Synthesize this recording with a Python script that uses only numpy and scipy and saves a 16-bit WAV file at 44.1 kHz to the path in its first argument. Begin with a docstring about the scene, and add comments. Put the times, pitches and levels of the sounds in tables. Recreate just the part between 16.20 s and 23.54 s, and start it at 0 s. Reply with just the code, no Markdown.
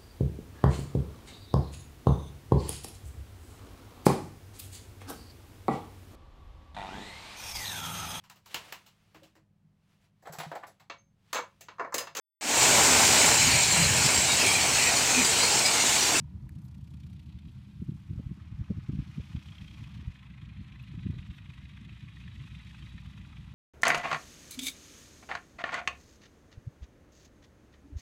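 """On a grass field a small biplane taxis, first tail-on, then turning side-on as the throttle eases.
Its two-blade propeller, geared to the engine, chops the air into a fast swish and slaps harder whenever
a blade falls in step with the engine cycle. Under it the muffled engine hums, the exhaust putters and
the valves tick. Wind rumbles on the microphone and hits it with short thumps, over a faint even hum,
a few tiny clicks and the hush of open country."""
import sys
import numpy as np
from scipy import signal
from scipy.fft import rfft, irfft, next_fast_len
from scipy.io import wavfile
from scipy.ndimage import uniform_filter1d, map_coordinates

SR = 44100
rng = np.random.default_rng(int(sys.argv[2]) if len(sys.argv) > 2 else 0)


def transcribe(signal):
    """Save signal, clipped to [-1, 1], as a 16-bit WAV file at the path in sys.argv[1]."""
    frames = np.atleast_2d(signal).T
    limited = np.clip(frames, -1, 1)
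    pcm = np.round(limited * 32767).astype(np.int16)
    wavfile.write(sys.argv[1], SR, pcm)


N = 323694
TIME = np.arange(N) / SR
GEAR = 2.428  # engine turns per propeller turn, and so firings per passing blade
HARD_FIRING = .1  # how far into its cycle the engine fires hardest, in cycles
# When the plane comes near, starts to slap and turns side-on. Each pair: start and end in seconds.
NEARING_S, SLAPPING_S, TURNING_S = (1.3, 2.2), (2.6, 3.15), (3.5, 4.0)

# Propeller speed. Each row: time in seconds, blades passing per second.
BLADE_RATE = [(0, 31.45), (.6, 31.15), (1.9, 30.95), (2.8, 32.168), (3.5, 31.441), (4.0, 26.692),
              (5.0, 25.582), (6.8, 25.684), (7.34, 26.225)]
# Propeller loudness. Each row: time in seconds, then low wash, swish and blade-edge hiss in dB.
PROPELLER_LEVELS = [(0, -80, -84, -90), (.4, -76.5, -80.5, -78), (.85, -77, -71, -77),
                    (1.2, -76.5, -70.5, -81.5), (1.65, -74.5, -74, -78.5), (2.4, -67.5, -72.5, -76),
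                    (3.05, -66.5, -65, -69), (3.6, -67, -63, -69), (4.2, -72, -65, -75.5),
                    (4.9, -71, -64, -70), (5.7, -74, -63.5, -71), (6.5, -71.5, -62, -66.5),
                    (7.3, -69.5, -67.5, -70.5)]
# Notes at which the engine cover rings. Each row: pitch in Hz, width in Hz, boost in dB.
COVER_RINGS = [(1973, 60, 1), (2485, 100, 4.5), (3260, 140, 2)]


def undb(db):
    """Turn decibels into a number to multiply by."""
    return 10 ** (np.asarray(db) / 20)


def curves(table):
    """Turn each column after the time column into a curve, joining its points with straight lines."""
    times, *columns = np.transpose(table)
    return [np.interp(TIME, times, column) for column in columns]


def progress(span, at=TIME):
    """How far a move has got, from 0 before its span to 1 after it."""
    return np.interp(at, span, [0, 1])


def unit(x):
    """Scale a sound to an average strength (rms) of 1."""
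    return x / np.sqrt(np.mean(x ** 2))


def steady(x, seconds):
    """Even out slow changes, holding the average strength near 1."""
    return x / np.sqrt(uniform_filter1d(x ** 2, int(seconds * SR)) + 1e-12)


def colour(x, points, rings=()):
    """Shape the tone along (Hz, dB) points, adding a peak for each (Hz, width in Hz, dB) ring."""
    size = next_fast_len(len(x))
    f = np.arange(size // 2 + 1) * SR / size + 1
    hz, db = np.transpose(points)
    gain_db = np.interp(np.log(f), np.log(hz), db)
    gain_db -= 40 * np.maximum(np.log2(f / hz[-1]), 0)  # fade above the last point
    gain_db -= 20 * np.maximum(np.log2(hz[0] / f), 0)  # and below the first
    for centre, width, lift in rings:
        gain_db += lift / (1 + (2 * (f - centre) / width) ** 2)
    return irfft(rfft(x, size) * undb(gain_db), size)[:len(x)]


def band(x, low_hz, high_hz):
    """Keep only what lies between two frequencies."""
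    return signal.sosfilt(signal.butter(4, [low_hz, high_hz], "band", fs=SR, output="sos"), x)


def noise():
    """White noise: an even hiss."""
    return rng.standard_normal(N)


def walk(rate):
    """A smooth random wobble, about 1.7 in size, that heads for a new value rate times a second."""
    hold = int(SR / rate)
    steps = np.repeat(noise()[:N // hold + 1], hold)
    return 2.3 * uniform_filter1d(uniform_filter1d(steps, hold), hold)[:N]


def tone(hz):
    """A pure tone of strength 1 that follows a moving pitch."""
    return np.sqrt(2) * np.sin(2 * np.pi * np.cumsum(hz) / SR)


def bell(age, width, tail=1):
    """A bell-shaped curve that peaks at age 0 and takes tail times as long to fall as to rise."""
    return np.exp(-.5 * (age / np.where(age < 0, width, width * tail)) ** 2)


def field(level_db=-78):
    """The faint hush of open country."""
    # Tone of the hush. Each row: frequency in Hz, boost or cut in dB.
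    hush_shape = [(200, -4.5), (400, 0), (650, 4), (1000, -11), (2000, -1.5), (6000, -14), (15000, -22.5)]
    return unit(colour(noise(), hush_shape)) * undb(level_db + walk(2.35))


def drone(pitch_hz=100, waver_db=0.8):
    """A faint even hum that keeps its pitch whatever the engine does."""
    # Tones in the hum. Each row: multiple of the pitch, level in dB.
    tones = [(1, -61), (2, -63), (3, -83)]
    return np.sqrt(2) * sum(
        undb(db + waver_db * walk(3)) * np.sin(2 * np.pi * (multiple * pitch_hz * TIME + rng.random()))
        for multiple, db in tones)


def wind(flutter_db=1.75, wander_db=.6):
    """Swirls of air roll over the microphone in a fluttering rumble that follows the breeze."""
    # Strength of the breeze. Each row: time in seconds, rumble level in dB.
    breeze = [(0, -42), (.7, -45.5), (1.08, -47), (1.4, -46), (1.83, -50.5), (2.25, -50), (2.85, -45),
              (3.3, -47.5), (3.7, -46), (3.97, -54.5), (4.13, -47.5), (4.4, -45.5), (4.57, -47.5),
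              (4.85, -41), (5.25, -48.5), (5.7, -44.5), (6.4, -47.5), (6.8, -46), (7.3, -48)]
    # Tone of the rumble. Each row: frequency in Hz, boost or cut in dB.
    rumble_shape = [(20, -40), (30, -27.5), (40, -20), (55, -3), (75, -3), (125, 2), (190, -4.5),
                    (235, -13), (280, -21), (320, -21), (370, -33.5), (430, -39.5), (620, -53.5)]
    breeze_db, = curves(breeze)
    rumble = colour(noise() * undb(flutter_db * walk(45)), rumble_shape)
    return steady(rumble, 0.18) * undb(breeze_db + wander_db * walk(6.3))


def eddy(outline, shape, flatten=0.38):
    """One swirl of air: a burst of random pressure, evened out, given a tone and scaled to peak at 1."""
    spectrum = rfft(rng.standard_normal(len(outline)) * outline)
    burst = colour(irfft(spectrum / (np.abs(spectrum) + 1e-9) ** flatten), shape)
    return burst / np.abs(signal.hilbert(burst)).max()


def buffets(core_s=0.0039, wake_s=0.0068, wake_db=-18, pop_s=0.0052, usual_hz=135, size=4096):
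    """Swirls thump the microphone, each at its own pitch; some also pop."""
    # Wind hits. Each row: time in seconds, peak in dB, pitch in Hz, pop compared with thump in dB.
    hits = [(1.601, -32.5, 100, -53), (1.625, -26, 172, -43), (1.692, -22, 138, -48),
            (1.756, -35, 125, -52), (1.91, -25, 138, -54), (1.936, -31, 156, -50), (1.96, -34, 138, -50),
            (1.977, -29.5, 101, -50), (1.999, -26, 167, -21.5), (2.07, -25.5, 108, -48),
            (2.115, -26.5, 139, -51), (2.177, -40.5, 174, -37), (2.324, -31, 116, -43),
            (2.349, -31, 89, -47), (2.395, -27, 106, -55), (2.413, -24.5, 96, -56),
            (2.508, -18.5, 161, -21.5), (2.585, -26, 130, -34), (2.698, -21, 146, -33),
            (2.731, -25, 136, -51), (2.752, -25, 120, -36), (2.775, -33, 116, -53), (2.795, -20, 117, -52),
            (2.823, -26.5, 130, -54), (2.983, -25.5, 162, -37), (3.002, -29, 108, -21),
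            (3.155, -22.5, 131.6, -45), (3.177, -28, 73.6, -50), (3.627, -33.5, 120, -50),
            (3.772, -34, 105, -50), (3.795, -34, 145, -50), (3.82, -35.5, 110, -50),
            (3.884, -25.5, 94, -39), (4.743, -35, 152, -50), (4.779, -29.0, 123, -52),
            (4.837, -35, 104, -50), (4.867, -23, 153, -55), (4.901, -23, 145, -52),
            (4.939, -31.5, 133, -25), (4.999, -28.5, 102, -49), (5.105, -31, 89, -48),
            (6.208, -32.5, 106, -50), (6.757, -33.5, 92, -48)]
    # Tone of a thump at the usual pitch. Each row: frequency in Hz, boost or cut in dB.
    thump_shape = [(20, -36), (40, -14), (60, 0), (100, 4), (165, 4), (230, -6.5), (330, -17), (430, -38),
                   (540, -48), (900, -85)]
    # Tone of a pop. Each row: frequency in Hz, boost or cut in dB.
    pop_shape = [(250, -13), (365, 7), (480, -0.5), (590, -4), (700, -16), (850, -32)]
    side_hits = []
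    for at, db, _, pop_db in hits:  # each swirl sheds a weaker one, just before or after it
        side_at = at + rng.uniform(-0.01967, 0.03034)
        side_db = db - 9.5 + 2 * rng.standard_normal()
        side_hits.append((side_at, side_db, usual_hz * np.exp(0.12 * rng.standard_normal()), pop_db))
    age = (np.arange(size) - size // 2) / SR
    outline = bell(age, core_s) + undb(wake_db) * bell(age, wake_s)
    out = np.zeros(N)
    for at, db, hz, pop_db in list(hits) + side_hits:
        thump = eddy(outline, [(f * hz / usual_hz, boost) for f, boost in thump_shape])
        pop = eddy(bell(age, pop_s), pop_shape)
        start = int(at * SR) - size // 2
        out[start:start + size] += undb(db) * (thump + undb(pop_db) * pop)
    return out


def clicks(knock_hz=1720, upper_hz=2350, upper_db=-5):
    """Tiny dry touches near the microphone: a bright snap with a hollow knock."""
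    # Touches. Each row: time in seconds, level in dB, rise in seconds, knock compared with snap in dB.
    touches = [(0.2933, -53.5, 0.0006, 2.5), (0.452, -73.5, 0.014, -30), (4.629, -67, 0.0009, -20),
               (5.16, -84, 0.025, -30)]
    snap = unit(colour(noise(), [(2500, 1), (7000, 11), (10000, 11), (12500, 21), (15000, 13)]))
    knock = np.sin(2 * np.pi * knock_hz * TIME) + undb(upper_db) * np.sin(2 * np.pi * upper_hz * TIME)
    return sum(
        undb(db) * (bell(TIME - at, rise) * snap + undb(knock_db) * bell(TIME - at, rise, 1.3) * knock)
        for at, db, rise, knock_db in touches)


def engine(passes, waver_db=-0.5, idle_db=-2.0):
    """Muffled firings blend into a few low, wavering tones that soften as the throttle eases."""
    # Engine tones. Each row: multiple of the firing rate, level in dB before the throttle eases.
    tones = [(1, -54), (1.5, -77), (2, -62.5), (3, -71), (4, -73)]
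    hum = sum(
        undb(db + waver_db * walk(9)) * np.sin(2 * np.pi * (multiple * GEAR * passes + rng.random()))
        for multiple, db in tones)
    return np.sqrt(2) * hum * undb(idle_db * progress(TURNING_S))


def exhaust(passes, start_db=-74.5, fade_db_per_s=9, pulse_db=13, lag_passes=0.23):
    """The hollow exhaust note putters in the gaps between blades and fades as the tail swings away."""
    pipe = colour(noise(), [(600, -28), (950, -38), (1400, -35)], rings=[(950, 300, 22)])
    gaps = undb(pulse_db * np.cos(2 * np.pi * (passes - lag_passes)))
    return unit(pipe * gaps) * undb(start_db - fade_db_per_s * TIME)


def valves(passes, ring_s=0.006, scatter_db=7, chop_db=2, pitch_spread=.016, upper_hz=4450, upper_db=-8):
    """Heard from the side, the valves tick unevenly once per firing, and the propeller chops the ticks."""
    # Ring of the valves. Each row: time in seconds, pitch in Hz, level in dB once side-on.
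    valve_ring = [(3.9, 4050, -83), (4.5, 4120, -78), (4.85, 3950, -72.5), (5.1, 3840, -75),
                  (5.6, 3860, -76), (6.1, 3880, -72), (6.45, 3880, -70.5), (6.9, 3860, -73),
                  (7.3, 3880, -80)]
    pitch_hz, level_db = curves(valve_ring)
    rate, = curves(BLADE_RATE)
    firings = GEAR * passes + .08  # each tick comes just ahead of its firing
    tick = np.floor(firings).astype(int)
    age = (firings - tick) / (GEAR * rate)
    fade = np.exp(-age / ring_s) * np.sin(np.pi * (firings - tick)) ** .5
    out = np.zeros(N)
    for hz, db in (pitch_hz, 0), (upper_hz, upper_db):
        strength = undb(scatter_db * rng.uniform(-1, 1, N)[tick] + chop_db * np.cos(2 * np.pi * passes))
        ticking = strength * fade * tone(hz * (1 + pitch_spread * noise()[tick]))
        out += steady(ticking, 0.4) * undb(level_db + db)
    return band(out, 3000, 5200) * progress(TURNING_S)


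def body_echoes(x, near_gain=0.025, far_gain=0.23):
    """Two quick echoes off the wings and body give a hollow tone that shifts as the plane turns."""
    # Echo delays. Each row: time in seconds, then the short and the long delay in milliseconds.
    delays = [(0, 0.99, 4.06), (3.3, 0.67, 4.92), (4.2, 1.3, 3.7), (7.3, 1.5, 5.17)]
    near, far = (map_coordinates(x, [(TIME - ms / 1000) * SR], order=3) for ms in curves(delays))
    return (x + near_gain * near + far_gain * far) / np.sqrt(1 + near_gain ** 2 + far_gain ** 2)


def rushing_air():
    """Churned air at the propeller; its tone changes as the plane comes near and turns side-on."""
    # Its tone from afar, from behind and from the side. Each row: frequency in Hz, boost or cut in dB.
    from_afar = [(450, -32), (700, -10), (960, -7), (1250, -8.5), (1600, -4), (2500, 8), (3600, 6.5),
                 (5000, 1.5), (8000, -1.5), (15000, -8.5)]
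    from_behind = [(450, -59), (640, -17), (850, -13), (1200, -9.5), (1400, -10.5), (2100, 7), (2500, 9),
                   (2850, 9.5), (3300, 7), (4700, -6.5), (5700, -8), (7500, -15), (15000, -26)]
    from_side = [(450, -25), (700, -9), (1000, 0), (1220, -1.5), (1450, -3), (1950, 6.5), (2250, 4.5),
                 (2500, 6), (2950, 1.5), (3650, -3), (4300, -18), (5000, -21), (7000, -26), (11000, -34),
                 (15000, -43)]
    near, side = progress(NEARING_S), progress(TURNING_S)
    views = (1 - near, from_afar), (near * (1 - side), from_behind), (near * side, from_side)
    rush = sum(np.sqrt(share) * unit(colour(noise(), shape, COVER_RINGS)) for share, shape in views)
    return body_echoes(rush)


def cover_ring(blade):
    """Each passing blade rings one note of the engine cover, a little off pitch."""
    hz = rng.choice(np.array(COVER_RINGS)[:, 0], N)[blade] * (1 + .025 * noise()[blade])
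    ring = tone(hz + 60 * walk(300)) * undb(2.5 * noise()[blade])
    # the cover is partly hidden while tail-on and rings most as the plane starts to turn
    return ring * np.interp(TIME, [1.5, 3, 3.6, 4.2], [.7, 1.3, 1.3, 1])


def propeller(passes, uneven_db=2.3, scatter_db=-1.2, throb_db=1.3, flutter_db=1.1):
    """Each passing blade throws a pulse of rushing air; the two blades are not quite alike."""
    # How deeply the blades chop. Each row: time in seconds, pulse compared with steady air in dB.
    chop_depth = [(.15, -3), (.38, 10), (1.12, 7.5), (1.27, 5), (1.45, 0), (2.4, -2), (2.8, 2.5),
                  (3.6, 5.5), (4.2, 8), (5.4, 5), (7.3, 2.5)]
    # A pulse is sharpest and earliest from right behind.
    # Each row: time in seconds, then rise, fall and how early it peaks, all in blade passes.
    pulse_shape = [(.65, .1, .26, .11), (1.3, .13, .28, .1), (2.6, .17, .24, .04), (4.0, .17, .21, .06)]
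    # The hiss smooths out as the tail swings away. Each row: time in seconds, pulse multiplier.
    hiss_pulsing = [(.85, 1.3), (1.3, .5)]
    wash_db, swish_db, hiss_db = curves(PROPELLER_LEVELS)
    chop_db, = curves(chop_depth)
    rise, fall, early = curves(pulse_shape)
    hiss_chop, = curves(hiss_pulsing)
    blade = np.round(passes).astype(int)
    # from afar, one blade sounds stronger than the other
    blade_db = uneven_db * (1 - progress(NEARING_S)) * (2 * (blade % 2) - 1)
    strength = undb(chop_db + blade_db + scatter_db * noise()[blade])
    age = passes - blade + early
    pulse = strength * np.exp(-(age / np.where(age < 0, rise, fall)) ** 2)
    throb = np.cos(2 * np.pi * (passes * GEAR / 4 - HARD_FIRING))  # once per engine cycle
    rush = rushing_air() * undb(throb_db * progress(SLAPPING_S) * throb)
    wash = band(rush, 500, 1400) * np.hypot(1, 0.36 * pulse)
    swish = unit(band(rush, 1400, 4500)) * np.hypot(1, pulse) + 0.34 * pulse * cover_ring(blade)
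    hiss = band(rush, 4500, 17000) * np.hypot(1, hiss_chop * pulse)
    layers = (wash, wash_db), (swish, swish_db), (hiss, hiss_db)
    return sum(steady(x * undb(flutter_db * walk(150)), 0.29) * undb(db) for x, db in layers)


def slaps(passes, rise_s=.0018, in_step_db=-1, out_of_step_db=-8, scatter_db=1.5, pitch_spread=0.2):
    """A blade in step with the engine slaps harder: a metal ring from behind, more bark from the side."""
    # The hardest slaps, each replacing the ordinary slap of the blade that passes at that moment.
    # Each row: time in seconds, level in dB, ring pitch in Hz.
    hard_slaps = [(1.19, -64, 3570), (2.792, -64, 2470), (2.85, -67, 2490), (2.949, -59.5, 2480),
                  (3.01, -59, 2440), (3.04, -61, 3130), (3.07, -65, 3240), (3.164, -55, 3230),
                  (3.227, -56.5, 2540), (3.259, -59, 2460), (3.288, -57, 3420), (3.323, -56, 3260),
                  (3.385, -53.5, 3200), (3.42, -61, 2500), (3.449, -60, 2500), (3.481, -53, 3180),
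                  (3.578, -60, 2430), (3.642, -54, 2540), (3.708, -62, 2430), (4.182, -60, 2060),
                  (4.294, -62, 1970), (4.486, -62, 2750), (4.56, -58, 2010), (4.6, -58, 2600),
                  (4.638, -57, 2780), (4.678, -70, 2030), (4.796, -61.5, 2010), (4.87, -58, 2730),
                  (4.987, -55.5, 2120), (5.027, -57.5, 2780), (5.069, -63, 3450), (5.111, -57, 2760),
                  (5.185, -58, 2070), (5.263, -60, 2800), (5.303, -55, 2450), (5.382, -56, 1960),
                  (5.498, -58, 2280), (5.576, -54, 2050), (5.694, -50.5, 2650), (5.887, -59.5, 2200),
                  (5.97, -54, 1850), (6.015, -56.0, 2580), (6.041, -59, 2780), (6.081, -55, 1720),
                  (6.24, -56, 2780), (6.278, -53.5, 1900), (6.353, -56, 3600), (6.4, -54.5, 2070),
                  (6.432, -63, 2420), (6.471, -58, 2400), (6.548, -52.0, 2570), (6.627, -51, 3120),
                  (6.665, -67, 2060), (6.783, -52.5, 1820), (6.862, -60, 3040), (6.978, -56.5, 2540),
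                  (7.052, -58, 1400), (7.131, -57, 1270), (7.171, -55, 2440), (7.249, -65, 2750)]
    bark = unit(band(noise(), 925, 1650)) * undb(np.interp(TIME, [3.5, 5.5], [-18, -7]))
    crack = unit(band(noise(), 3900, 4400)) * undb(-19)
    rush = rushing_air() + bark * undb(3 * walk(25)) + crack
    _, swish_db, _ = curves(PROPELLER_LEVELS)
    reach = int(12 * rise_s * SR)
    offsets = np.arange(-reach, reach)
    age = offsets / SR
    puff, ring_fade = bell(age, rise_s, tail=2.1), bell(age, rise_s, tail=3.2)
    out = np.zeros(N)
    for blade in range(1, int(passes[-1])):
        at = np.interp(blade, passes, TIME)
        force, detune, phase = rng.standard_normal(3)
        # an engine cycle takes two engine turns, and a propeller turn takes two passes
        out_of_step = np.sin(np.pi * (blade * GEAR / 4 - HARD_FIRING)) ** 2
        db = swish_db[int(at * SR)] + in_step_db + out_of_step_db * out_of_step + scatter_db * force
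        gain = progress(SLAPPING_S, at) * undb(db)
        # the ring gets lower and weaker as the plane turns side-on
        hz = np.interp(at, TURNING_S, [2970, 2255]) * np.exp(pitch_spread * detune)
        ring_share = np.interp(at, TURNING_S, [.52, .33])
        for hard_at, hard_db, hard_hz in hard_slaps:
            if abs(hard_at - at) < .015:
                at, gain, hz = hard_at, undb(hard_db), hard_hz
                break
        span = int((at - .001) * SR) + offsets
        burst = colour(puff * rush[span], [(500, 0), (15000, 0)], rings=[(hz, 1000, 5)])
        burst *= np.linalg.norm(puff) / np.linalg.norm(burst)
        ring = ring_fade * np.sqrt(2) * np.sin(2 * np.pi * (hz * age + phase))
        out[span] += gain * (np.sqrt(1 - ring_share) * burst + np.sqrt(ring_share) * ring)
    return out


def scene():
    """The plane, the wind and the field, heard at one microphone."""
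    rate, = curves(BLADE_RATE)
    passes = np.cumsum(rate) / SR - .23  # running count of blades: one passes at each whole number
    plane = propeller(passes) + slaps(passes) + engine(passes) + exhaust(passes) + valves(passes)
    return (plane + drone() + wind() + buffets() + clicks() + field())[None]


def record(dry):
    """Cut the highest treble, above 15200 Hz."""
    return signal.sosfilt(signal.ellip(10, .2, 70, 15200, fs=SR, output="sos"), dry)


dry = scene()
out = record(dry)
transcribe(out)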